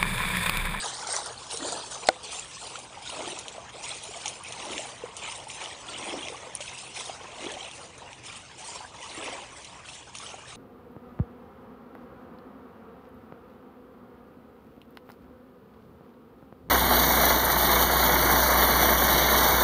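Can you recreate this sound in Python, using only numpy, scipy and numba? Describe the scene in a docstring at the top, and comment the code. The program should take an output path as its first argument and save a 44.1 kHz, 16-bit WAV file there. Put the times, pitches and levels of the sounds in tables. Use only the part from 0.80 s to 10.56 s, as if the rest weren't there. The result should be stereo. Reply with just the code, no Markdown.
"""Someone in sandals wades through shallow floodwater in an open yard, camera in hand.
Each stride drags a hollow that gulps shut, pushes a sloshing wave and throws spray that patters back.
These sounds are clouds of tiny ringing air bubbles mixed with noise. Single bubbles plop, heavy drops
slap the water and one flung drop hits the camera. Behind it all, the flood ripples faintly over
a low outdoor rumble and the hum of a far engine."""
import sys
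import numpy as np
from scipy import signal
from scipy.fft import rfft, irfft, next_fast_len
from scipy.io import wavfile
from scipy.ndimage import uniform_filter1d, map_coordinates
from numba import njit

SR = 44100
rng = np.random.default_rng(int(sys.argv[2]) if len(sys.argv) > 2 else 0)


def dump_mix(stems):
    """Bounce the given channels to the path in sys.argv[1] as a 16-bit WAV at rate SR."""
    frames = np.atleast_2d(stems).T  # one column per channel
    limited = np.clip(frames, -1, 1)  # hard clip at full scale
    pcm = np.round(limited * 32767).astype(np.int16)
    wavfile.write(sys.argv[1], SR, pcm)


N = 430416

# The tone of each layer, from bass to treble: (frequency [Hz], relative level [dB])
RUMBLE_TONE = [(15, -22), (25, -29), (45, -3.5), (85, 0.5), (130, -1), (200, -3.5), (400, -8), (1000, -39)]  # outdoor background
FLOOD_TONE = [(100, -22.5), (300, -6), (600, -3), (1000, 4.5), (1600, 1.5), (2500, -4), (4500, -12.5),
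              (7000, -10.5), (10000, -21)]  # rippling water
GULP_TONE = [(90, -38), (170, -9.5), (240, -4), (340, 1.5), (460, -4.5), (700, 0.5), (1500, -64)]  # big air pockets closing
SLOSH_TONE = [(200, -25.5), (380, -5), (560, -4.5), (900, -0.5), (1400, -4), (2000, -7.5), (3000, -25),
              (6000, -52)]  # the wave in front of a leg
SPRAY_TONE = [(700, -15), (1400, -4.5), (2100, -1), (3000, -1), (4200, -6.5), (5500, -26), (9000, -38)]  # thrown water landing
FIZZ_TONE = [(2000, -25), (3800, -2), (5200, 0), (6500, -1), (9600, 1), (11000, -68)]  # fine droplets
PATTER_TONE = [(1500, -5.5), (2400, 3.5), (3500, -3), (4600, -2), (6000, -7), (9500, -7.5)]  # big droplets ticking on the surface
TRICKLE_TONE = [(800, -4), (1300, 6), (2200, 3), (3200, 0.5), (6000, -8.5), (9000, -10.5)]  # bubbles under water running off the legs
# How alike noise is on the left and right: (frequency [Hz], likeness [0 to 1])
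STEREO_LIKENESS = [(50, 0.88), (300, 0.78), (1600, 0.76), (2500, 0.98), (4000, 0.2), (6000, 0.051),
                   (10000, 0.045)]
# Where the feet lie as the camera turns: (time [s], left delay [ms], fizz left minus right [dB])
FEET_DIRECTION = [(0, 0.22, 3.5), (.38, 0.18, 10), (.6, 0.28, 3), (.93, .23, 5), (1.5, 0.29, 2),
                  (2.4, .3, -.5), (3.3, 0.31, 0), (4.4, 0.33, -2), (5.85, 0.318, -1.5), (6.3, 0.32, -2),
                  (7.5, 0.32, -2.5), (8.4, 0.33, -1), (9.76, 0.31, -1)]
# How strongly the flood ripples: (time [s], level [dB])
RIPPLE_LEVELS = [(0, -46.5), (6.5, -44.5), (7.3, -45.5), (8.6, -44.5), (9.2, -45.5), (9.76, -44.5)]
# Notes of the struck camera case and its microphone openings. A fade time (t60) is a fall of 60 dB.
# (pitch [Hz], left level [dB], right level [dB], fade time [s])
CAMERA_NOTES = [(335, -24, -29, 0.072), (508, -27.5, -29, 0.17), (705, 19.5, 2, 0.0081),
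                (1450, -1.5, -19, 0.021), (2120, -25, 8, 0.0066), (2780, -32, -17, 0.0091),
                (4260, -12, 5, 0.0044), (5080, -26, -13.5, 0.016), (5870, -26, -20, 0.013),
                (6940, -37, -20, 0.0072)]
# Single bubbles that ring out: (time [s], level [dB], starting pitch [Hz], fade time [s])
SINGLE_BUBBLES = [(.043, -24, 710, 0.033), (.043, -21, 1210, .025), (.225, -25, 1470, 0.03),
                  (.245, -23.5, 1350, 0.034), (.267, -26, 835, .03), (.29, -23, 720, .026),
                  (.3, -21, 2020, .016), (.342, -22, 4560, .01), (.366, -23, 1066, 0.039),
                  (.386, -23.5, 785, 0.038), (.577, -24, 4270, 0.017), (.618, -29, 1030, .039),
                  (.71, -27, 1690, 0.018), (.742, -31.5, 450, 0.086), (.774, -24, 1880, .02),
                  (.822, -26.5, 275, .06), (.849, -21.5, 576, 0.036), (.926, -24.5, 685, .045),
                  (.927, -23, 1290, .02), (1.037, -28, 895, 0.046), (1.157, -27, 2295, 0.011),
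                  (1.17, -26, 5770, .01), (1.768, -28, 1070, .039), (1.828, -28, 1230, .033),
                  (1.955, -12, 1340, .018), (2.293, -24, 970, .03), (2.301, -22, 2750, 0.015),
                  (2.39, -24, 635, .04), (2.408, -24, 660, .035), (2.472, -31, 333, .07),
                  (2.518, -21.5, 2740, 0.013), (2.574, -26, 960, 0.033), (2.749, -25, 790, .022),
                  (2.781, -20.5, 637, 0.023), (2.953, -24, 1680, 0.017), (3.291, -32.5, 407, .04),
                  (3.31, -28, 700, 0.022), (3.345, -20.5, 2150, .014), (3.456, -21.5, 820, .039),
                  (3.471, -20, 2240, 0.015), (3.729, -25, 1210, .03), (3.978, -14, 1680, .021),
                  (3.992, -22, 620, 0.041), (4.004, -27, 790, .03), (4.054, -26.5, 770, 0.035),
                  (4.237, -20, 470, 0.041), (4.486, -26, 895, 0.056), (4.669, -24, 855, 0.035),
                  (4.912, -21, 1860, .018), (5.01, -30, 4610, .014), (5.041, -27, 1380, .03),
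                  (5.25, -22, 2400, .016), (5.271, -36, 600, 0.036), (5.291, -28, 1235, 0.032),
                  (5.409, -24, 3385, .014), (5.5, -28.5, 490, .04), (5.521, -28.5, 468, .04),
                  (5.544, -21.5, 1100, 0.033), (5.669, -30.5, 493, 0.046), (5.718, -28, 1920, 0.017),
                  (5.804, -27, 573, 0.044), (5.895, -18, 1590, 0.028), (6.207, -23, 990, 0.028),
                  (6.258, -23, 3645, 0.017), (6.296, -16.5, 740, 0.022), (6.639, -32, 342, .04),
                  (6.664, -20, 348, 0.027), (6.768, -25.5, 725, 0.048), (7.015, -25, 1460, .022),
                  (7.499, -22, 2315, 0.016), (7.838, -30, 905, .035), (7.886, -24.5, 920, 0.033),
                  (7.958, -23, 960, .026), (8.006, -24.5, 840, 0.037), (8.011, -24, 1305, .025),
                  (8.376, -32.5, 320, 0.092), (8.484, -30, 523, .04), (8.551, -23.5, 895, .03),
                  (8.873, -28, 4000, .017), (8.928, -32, 947, .03), (9.351, -21.5, 1180, .016),
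                  (9.4, -26, 1110, 0.04), (9.541, -22, 725, .024)]
# Drops slapping the water, except at 1.27 s: a brief faint hiss just before the knock on the camera.
# (time [s], level [dB], pitch [Hz], left minus right [dB], noisy tail compared with first burst [dB])
DROPS_AND_HISS = [(.273, -18, 7240, 18, -27), (.3648, -6.5, 5860, 4, -23), (.46, -16, 9600, 11, -16),
                  (0.469, -17, 5340, 6, -29), (.4745, -22, 7500, 6, -28), (.7113, -19, 4200, 4, -19),
                  (0.773, -13, 6630, 13, -22), (.923, -13, 6600, 9, -19), (1.27, -27, 4670, -10, -0.5),
                  (1.595, -14, 6970, 7, -23), (1.714, -23, 2370, 2, -24), (1.956, -21, 2200, 2, -13),
                  (1.9894, -19, 8700, 8, -18), (2.589, -16.5, 7300, 5, -13), (2.6819, -14, 3200, 1, -20.5),
                  (3.237, -17, 9560, 7, -20), (3.4582, -10.5, 3340, 0, -18), (3.48, -11.5, 5940, -1, -13),
                  (3.636, -19.5, 9500, -1, -22.5), (3.7234, -17.5, 3300, -2, -15.5),
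                  (3.8525, -22, 3130, 0, -25), (3.9798, -11, 2720, 0, -22.5), (4.367, -16.5, 7100, -4, -15),
                  (4.523, -16, 2240, 0, -21), (4.577, -23, 9300, 6, -21), (4.701, -21.5, 2800, 2, -14.5),
                  (4.817, -20, 2410, 3, -15), (4.84, -19, 5240, -2, -20), (4.859, -17, 3000, 0, -28),
                  (5.1322, -23, 2000, 0, -14), (5.4845, -12, 2130, 4, -29), (5.7513, -7, 9470, -3, -24),
                  (5.762, -24.5, 3100, 1, -20), (5.771, -18.5, 6130, -3, -28),
                  (5.806, -22, 2670, -3, -11.5), (6.165, -21, 7640, 0, -16), (6.209, -19, 3470, 0, -21),
                  (6.296, -18, 1290, 2, -19), (6.6427, -24, 2930, -3, -29), (6.719, -21, 6470, -5, -20),
                  (6.913, -20, 3540, -2, -26), (6.979, -31, 6440, -4, -22), (7.179, -27, 6500, -1, -15),
                  (7.3303, -24, 2500, 0, -20), (7.4545, -32, 2770, 0, -21), (7.961, -28, 2400, 0, -24),
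                  (8.2285, -23, 6250, -3, -22), (8.4606, -11, 2020, -3, -24), (8.846, -28.5, 3000, -2, -9),
                  (9.351, -17, 2600, 2, -19), (9.354, -22, 9000, -1, -19), (9.372, -24, 6500, -3, -26),
                  (9.386, -17.5, 5500, -4, -20)]
# Water kicked up or falling back: (start [s], length [s], slosh [dB], spray [dB], fizz [dB])
FOOT_SPLASHES = [(-0.02, 0.099, -40, -34.5, -39), (0.116, 0.17, -44, -42, -45.5),
                 (0.262, 0.06, -38.5, -41.5, -40), (0.319, 0.05, -41.5, -36, -37.5),
                 (0.437, 0.026, -39, -43, -56), (0.57, 0.13, -53, -48, -49.5),
                 (0.686, 0.042, -38, -41.5, -37.5), (1.095, 0.045, -39.5, -38.5, -40),
                 (1.213, 0.019, -37.5, -42, -56), (1.308, 0.03, -48, -47, -50),
                 (1.423, 0.11, -43, -41.5, -42.5), (1.501, 0.048, -47.5, -38, -40.5),
                 (1.696, 0.2, -57, -47.5, -46.5), (1.805, 0.17, -42, -48.5, -50),
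                 (2.105, 0.1, -44.5, -50, -55), (2.216, 0.044, -47, -43.5, -50),
                 (2.246, 0.04, -47, -39.5, -45.5), (2.548, 0.03, -44, -43.5, -49),
                 (2.63, 0.16, -43.5, -50.5, -57.5), (2.915, 0.16, -43, -48, -51.5),
                 (3.014, 0.13, -47.5, -40, -46.5), (3.066, 0.04, -50, -44, -47),
                 (3.217, 0.19, -45.5, -44.5, -46), (3.423, 0.025, -38, -37.5, -42),
                 (3.627, 0.16, -44, -44, -55), (4.154, 0.16, -43, -52, -57.5), (4.36, 0.03, -46, -44, -46),
                 (4.414, 0.082, -40.5, -38, -44.5), (4.54, 0.019, -42, -51, -53),
                 (4.677, 0.067, -41.5, -43.5, -44), (4.788, 0.05, -36, -39, -45.5),
                 (4.89, 0.027, -51, -42.5, -54), (5.07, 0.077, -43.5, -42.5, -57),
                 (5.498, 0.17, -43, -50.5, -54), (5.792, 0.24, -49, -43, -47),
                 (6.141, 0.053, -42.5, -39, -41), (6.25, 0.06, -41.5, -53, -49.5),
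                 (6.39, 0.093, -41.5, -46, -55.5), (6.766, 0.1, -45, -43, -49),
                 (6.935, 0.09, -44.5, -53.5, -52), (7.157, 0.089, -45.5, -61, -59.5),
                 (7.3, 0.026, -56, -53, -56), (7.426, 0.11, -50, -44, -48),
                 (7.772, 0.18, -45, -45.5, -47.5), (8.125, 0.05, -48.5, -46, -58),
                 (8.206, 0.035, -56, -42, -47.5), (8.712, 0.23, -52, -54, -56.5),
                 (9.04, 0.12, -59, -46.5, -50), (9.327, 0.029, -51, -50, -50.5),
                 (9.389, 0.1, -45, -44.5, -47.5), (9.656, 0.12, -47.5, -48, -52)]
# A leg plunging forward:
# (peak time [s], swell [s], ebb [s], gulp [dB], slosh [dB], spray [dB], fizz [dB])
LEG_PLUNGES = [(0.85, 0.037, 0.15, -43, -34, -35.5, -38), (2.44, 0.1, 0.12, -43, -36, -40, -43.5),
               (3.92, 0.11, 0.13, -46.5, -33, -38, -42.5), (5.31, 0.16, 0.17, -44.5, -35.5, -38.5, -45.5),
               (6.66, 0.06, 0.098, -44, -35.5, -38, -46), (8.46, 0.1, 0.14, -47.5, -34.5, -39, -47)]


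def amp(db):
    """Turn decibels into a number to multiply a sound by."""
    return 10 ** (np.asarray(db) / 20)


def unit(x):
    """Scale a signal to an average (rms) strength of 1."""
    return x / np.sqrt(np.mean(x ** 2) + 1e-20)


def value_at(points, hz):
    """Read between the rows of a (frequency, value) table, spacing octaves evenly."""
    freqs, values = np.transpose(points)
    return np.interp(np.log(hz + 1), np.log(freqs + 1), values)


def curves(rows):
    """Turn each column after the time into one value per sample."""
    times, *columns = np.transpose(rows)
    return [np.interp(np.arange(N) / SR, times, column) for column in columns]


def wobble(rate):
    """A smooth curve through `rate` random points a second."""
    points = rng.standard_normal(int(N * rate / SR) + 4)
    return map_coordinates(points, [np.arange(N) * rate / SR])


def filtered(x, gain_at):
    """Turn each frequency up or down by gain_at(frequency)."""
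    size = next_fast_len(N + SR // 2)
    return irfft(rfft(x, size) * gain_at(np.fft.rfftfreq(size, 1 / SR)), size)[..., :N]


def add(track, time, sound):
    """Mix a sound into the track at a time in seconds."""
    start = round(time * SR)
    sound = sound[..., max(-start, 0):]
    part = track[:, max(start, 0):][:, :sound.shape[-1]]
    part += sound[..., :part.shape[1]]


def rush(tone):
    """Rushing noise whose left and right are alike in the bass and unrelated in the treble."""
    def gains(hz):
        width = np.arccos(np.clip(value_at(STEREO_LIKENESS, hz), -1, 1)) / 2
        return amp(value_at(tone, hz)) * [np.cos(width), np.sin(width)]
    middle, side = filtered(rng.standard_normal((2, N)), gains)
    return unit(np.array([middle + side, middle - side]))


def patchy(x, depth_db):
    """Bubbles of one size are born together, so random patches of pitch get louder and softer."""
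    slices = signal.stft(x, nperseg=512)[2]
    patches = rng.standard_normal(slices.shape[1:])
    for _ in range(2):
        patches = uniform_filter1d(patches, size=3, axis=0)  # smooth across pitch
        patches = uniform_filter1d(patches, size=6, axis=1)  # smooth across time
    return signal.istft(slices * amp(depth_db * unit(patches)), nperseg=512)[1][:, :N]


@njit
def ring_bubbles(start, pitch, life, strength, rise, length):
    """Each bubble is a fading tone that climbs as it nears the surface. Times are in samples."""
    out = np.zeros(length)
    for k in range(len(start)):
        for i in range(max(int(start[k]) + 1, 0), min(int(start[k] + life[k]), length)):
            age = i - start[k]
            progress, turns = age / life[k], age * pitch[k]
            loudness = strength[k] * np.exp(-6.9 * progress) * min(2 * turns, 1)
            out[i] += loudness * np.sin(2 * np.pi * turns * (1 + rise * progress))
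    return out


def bubble_cloud(tone, low_hz, high_hz, count, cycles, spread_db, noise_db, patchy_db, pan_db,
                 flicker_db, rise=0.2, scatter_ms=0.0086):
    """Many bubbles of mixed sizes, each ringing for about `cycles` vibrations, over rushing noise."""
    when, pitch_place = rng.random((2, count))
    loud, lasting, side, pan = np.clip(rng.standard_normal((4, count)), -2.2, 2.2)
    pitch = low_hz * (high_hz / low_hz) ** pitch_place
    life = cycles * amp(3 * lasting) * SR / pitch
    strength = pitch * amp(spread_db * loud)
    # each bubble has its own spot, so left and right hear it at different times and strengths
    offset = side * scatter_ms * SR / 1000
    cloud = np.array([
        ring_bubbles(when * N + ear * offset, pitch / SR, life, strength * amp(pan_db * ear * pan), rise, N)
        for ear in (1, -1)])
    cloud = unit(filtered(cloud, lambda hz: amp(value_at(tone, hz))))
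    water = patchy(cloud + amp(noise_db) * rush(tone), patchy_db)
    return unit(water * amp(flicker_db * wobble(70)))


def far_background():
    """Low outdoor rumble and the wavering hum of a far engine."""
    engine_hz = 125 + 3.07 * wobble(10)
    hum = np.sin(2 * np.pi * np.cumsum(engine_hz) / SR) * amp(-63 + 3.1 * wobble(6.7))
    return amp(-56.5) * rush(RUMBLE_TONE) * amp([[.8], [-.8]]) + hum


def flood():
    """The stirred water keeps rippling between the steps."""
    loudness = amp(curves(RIPPLE_LEVELS)[0] + 0.43 * wobble(3))
    return loudness * bubble_cloud(
        FLOOD_TONE, 362.4, 9680, count=7000, cycles=60, spread_db=1.5,
        noise_db=4, patchy_db=4, pan_db=5, flicker_db=1.5, scatter_ms=0.032)


def camera_hit(time=1.2877, bounce_delay_s=0.0082, crack_t60=0.0096):
    """A flung drop strikes the camera: a crack, each side rings its own way and a dull knock follows."""
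    out, t = np.zeros((2, N)), np.arange(SR // 5) / SR

    def ring(hz, t60):
        onset = 1 - np.exp(-t * hz / 0.88)
        return onset * amp(-60 * t / t60) * np.sin(2 * np.pi * hz * t)
    case = sum(amp([[left], [right]]) * ring(hz, t60) for hz, left, right, t60 in CAMERA_NOTES)
    band = signal.butter(1, [2600, 8500], "bandpass", fs=SR)
    crack = unit(signal.lfilter(*band, rng.standard_normal((2, len(t)))))
    add(out, time, case + amp([[-13], [-5]]) * crack * amp(-60 * t / crack_t60))
    add(out, time + bounce_delay_s, amp([[-10], [-19]]) * ring(hz=760, t60=0.026))
    return signal.lfilter(*signal.butter(1, 160, "highpass", fs=SR), out)


def plops(rise=0.077, onset_s=0.0013):
    """Single bubbles pinch off and ring with a rising pitch."""
    out, t = np.zeros((2, N)), np.arange(SR // 8) / SR
    onset = 1 - np.exp(-t / onset_s)
    for time, db, hz, t60 in SINGLE_BUBBLES:
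        ring = np.sin(2 * np.pi * hz * t * (1 + rise * np.minimum(t / t60, 2)))
        add(out, time, amp(db - 60 * t / t60) * onset * ring)
    return out


def drops_and_hiss(onset_s=0.0003, burst_t60=0.0018, ring_t60=0.0078, tail_t60=0.079):
    """A drop slaps the water, traps a ringing bubble and splats. The sound at 1.27 s is just a hiss."""
    out, t = np.zeros((2, N)), np.arange(SR // 15) / SR
    onset = 1 - np.exp(-t / onset_s)
    for time, db, hz, pan_db, tail_db in DROPS_AND_HISS:
        band = signal.butter(2, [hz / 1.7, min(hz * 2.6, .45 * SR)], "bandpass", fs=SR)
        noise = rng.standard_normal(len(t)) + 0.31 * rng.standard_normal((2, len(t)))
        noise = unit(signal.lfilter(*band, noise))
        burst = noise * amp(-60 * t / burst_t60)
        tail = noise * amp(tail_db - 60 * t / tail_t60)
        ring = np.sin(2 * np.pi * hz * t) * amp(-60 * t / ring_t60)
        left_right = amp(db + pan_db * np.array([[.5], [-.5]]))
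        add(out, time, left_right * onset * (burst + tail + 0.5 * ring))
    return out


def splash_power(onset_s=0.022, swell_db_per_s=7.5):
    """A splash starts fast, grows a little while water falls, then dies. It is too shallow to gulp."""
    power, t = np.zeros((4, N)), np.arange(2 * SR // 3) / SR
    fade_db_per_s = np.c_[[70, 104.5, 89.5]]  # slosh, spray, fizz
    onset = np.minimum(t / onset_s, 1)
    for start, length, *db in FOOT_SPLASHES:
        change_db = swell_db_per_s * t - fade_db_per_s * np.maximum(t - length, 0)
        add(power[1:], start, (onset * amp(np.c_[db] + change_db)) ** 2)
    return power


def plunge_power():
    """As a leg plunges, gulp, slosh, spray and fizz swell and ebb. The deep gulp is the shortest."""
    power, t = np.zeros((4, N)), np.arange(-SR // 2, SR // 2) / SR
    fall_db = np.c_[[6.9, 5.04, 4.6, 3.1]]  # each layer, one swell before or one ebb after the peak
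    for peak_time, swell, ebb, *db in LEG_PLUNGES:
        from_peak = t / np.where(t < 0, swell, ebb)
        add(power, peak_time + t[0], amp(np.c_[db] - fall_db * from_peak ** 2) ** 2)
    return power


def wading():
    """Air pockets gulp, the wave sloshes, thrown water patters back and fine droplets fizz."""
    surges = np.array([amp(depth_db * wobble(22)) for depth_db in (1.0, 0.94, 0.73, 0.22)])
    hollow, wave, thrown, mist = np.sqrt(plunge_power() + splash_power()) * surges
    gulp = hollow * amp(1.5) * bubble_cloud(
        GULP_TONE, 163, 624, count=1800, cycles=16, spread_db=4.5,
        noise_db=-2.5, patchy_db=1.5, pan_db=1, flicker_db=1)
    slosh = wave * amp(-1.08) * bubble_cloud(
        SLOSH_TONE, 404.7, 2584, count=4200, cycles=30, spread_db=2,
        noise_db=-6, patchy_db=1.5, pan_db=0, flicker_db=1.5)
    spray = thrown * amp(-2.5) * bubble_cloud(
        SPRAY_TONE, 1337, 5540, count=11000, cycles=34, spread_db=4.8,
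        noise_db=-4, patchy_db=2.5, pan_db=1.6, flicker_db=0.1)
    fizz = mist * amp(3.5) * bubble_cloud(
        FIZZ_TONE, 3866, 10700, count=13000, cycles=47, spread_db=5.2,
        noise_db=5.5, patchy_db=4.5, pan_db=4.5, flicker_db=1.83, scatter_ms=0.025)
    fizz *= amp(curves(FEET_DIRECTION)[1] * [[.5], [-.5]])
    # bigger droplets land one by one, each with a short tick
    patter = thrown * amp(-7) * bubble_cloud(
        PATTER_TONE, 1806, 8200, count=1500, cycles=28, spread_db=2.5,
        noise_db=-31, patchy_db=-1, pan_db=2, flicker_db=-0.5)
    # water running off the legs traps fewer bubbles, which ring longer
    trickle = thrown * amp(-4.5) * bubble_cloud(
        TRICKLE_TONE, 1011, 8030, count=800, cycles=75, spread_db=2,
        noise_db=-25.5, patchy_db=1, pan_db=2, flicker_db=0.5, rise=0.035)
    return (gulp + slosh) * amp([[.8], [-.8]]) + spray + patter + trickle + fizz


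def scene():
    """The feet are off to the right, so nearby sounds reach the left side a little late."""
    left, right = wading() + plops() + drops_and_hiss() + camera_hit() + flood()
    delay_samples = curves(FEET_DIRECTION)[0] * SR / 1000
    late_left = map_coordinates(left, [np.arange(N) - delay_samples])
    return np.array([late_left, right]) + far_background()


def record(dry, ceiling=0.8, top_hz=9900):
    """The camera rounds off the loudest peaks and cuts away the highest treble."""
    rounded = dry / (1 + np.abs(dry / ceiling) ** 6) ** (1 / 6)
    return filtered(rounded, lambda hz: 1 / np.sqrt(1 + (hz / top_hz) ** 120))


dry = scene()
out = record(dry)
dump_mix(out)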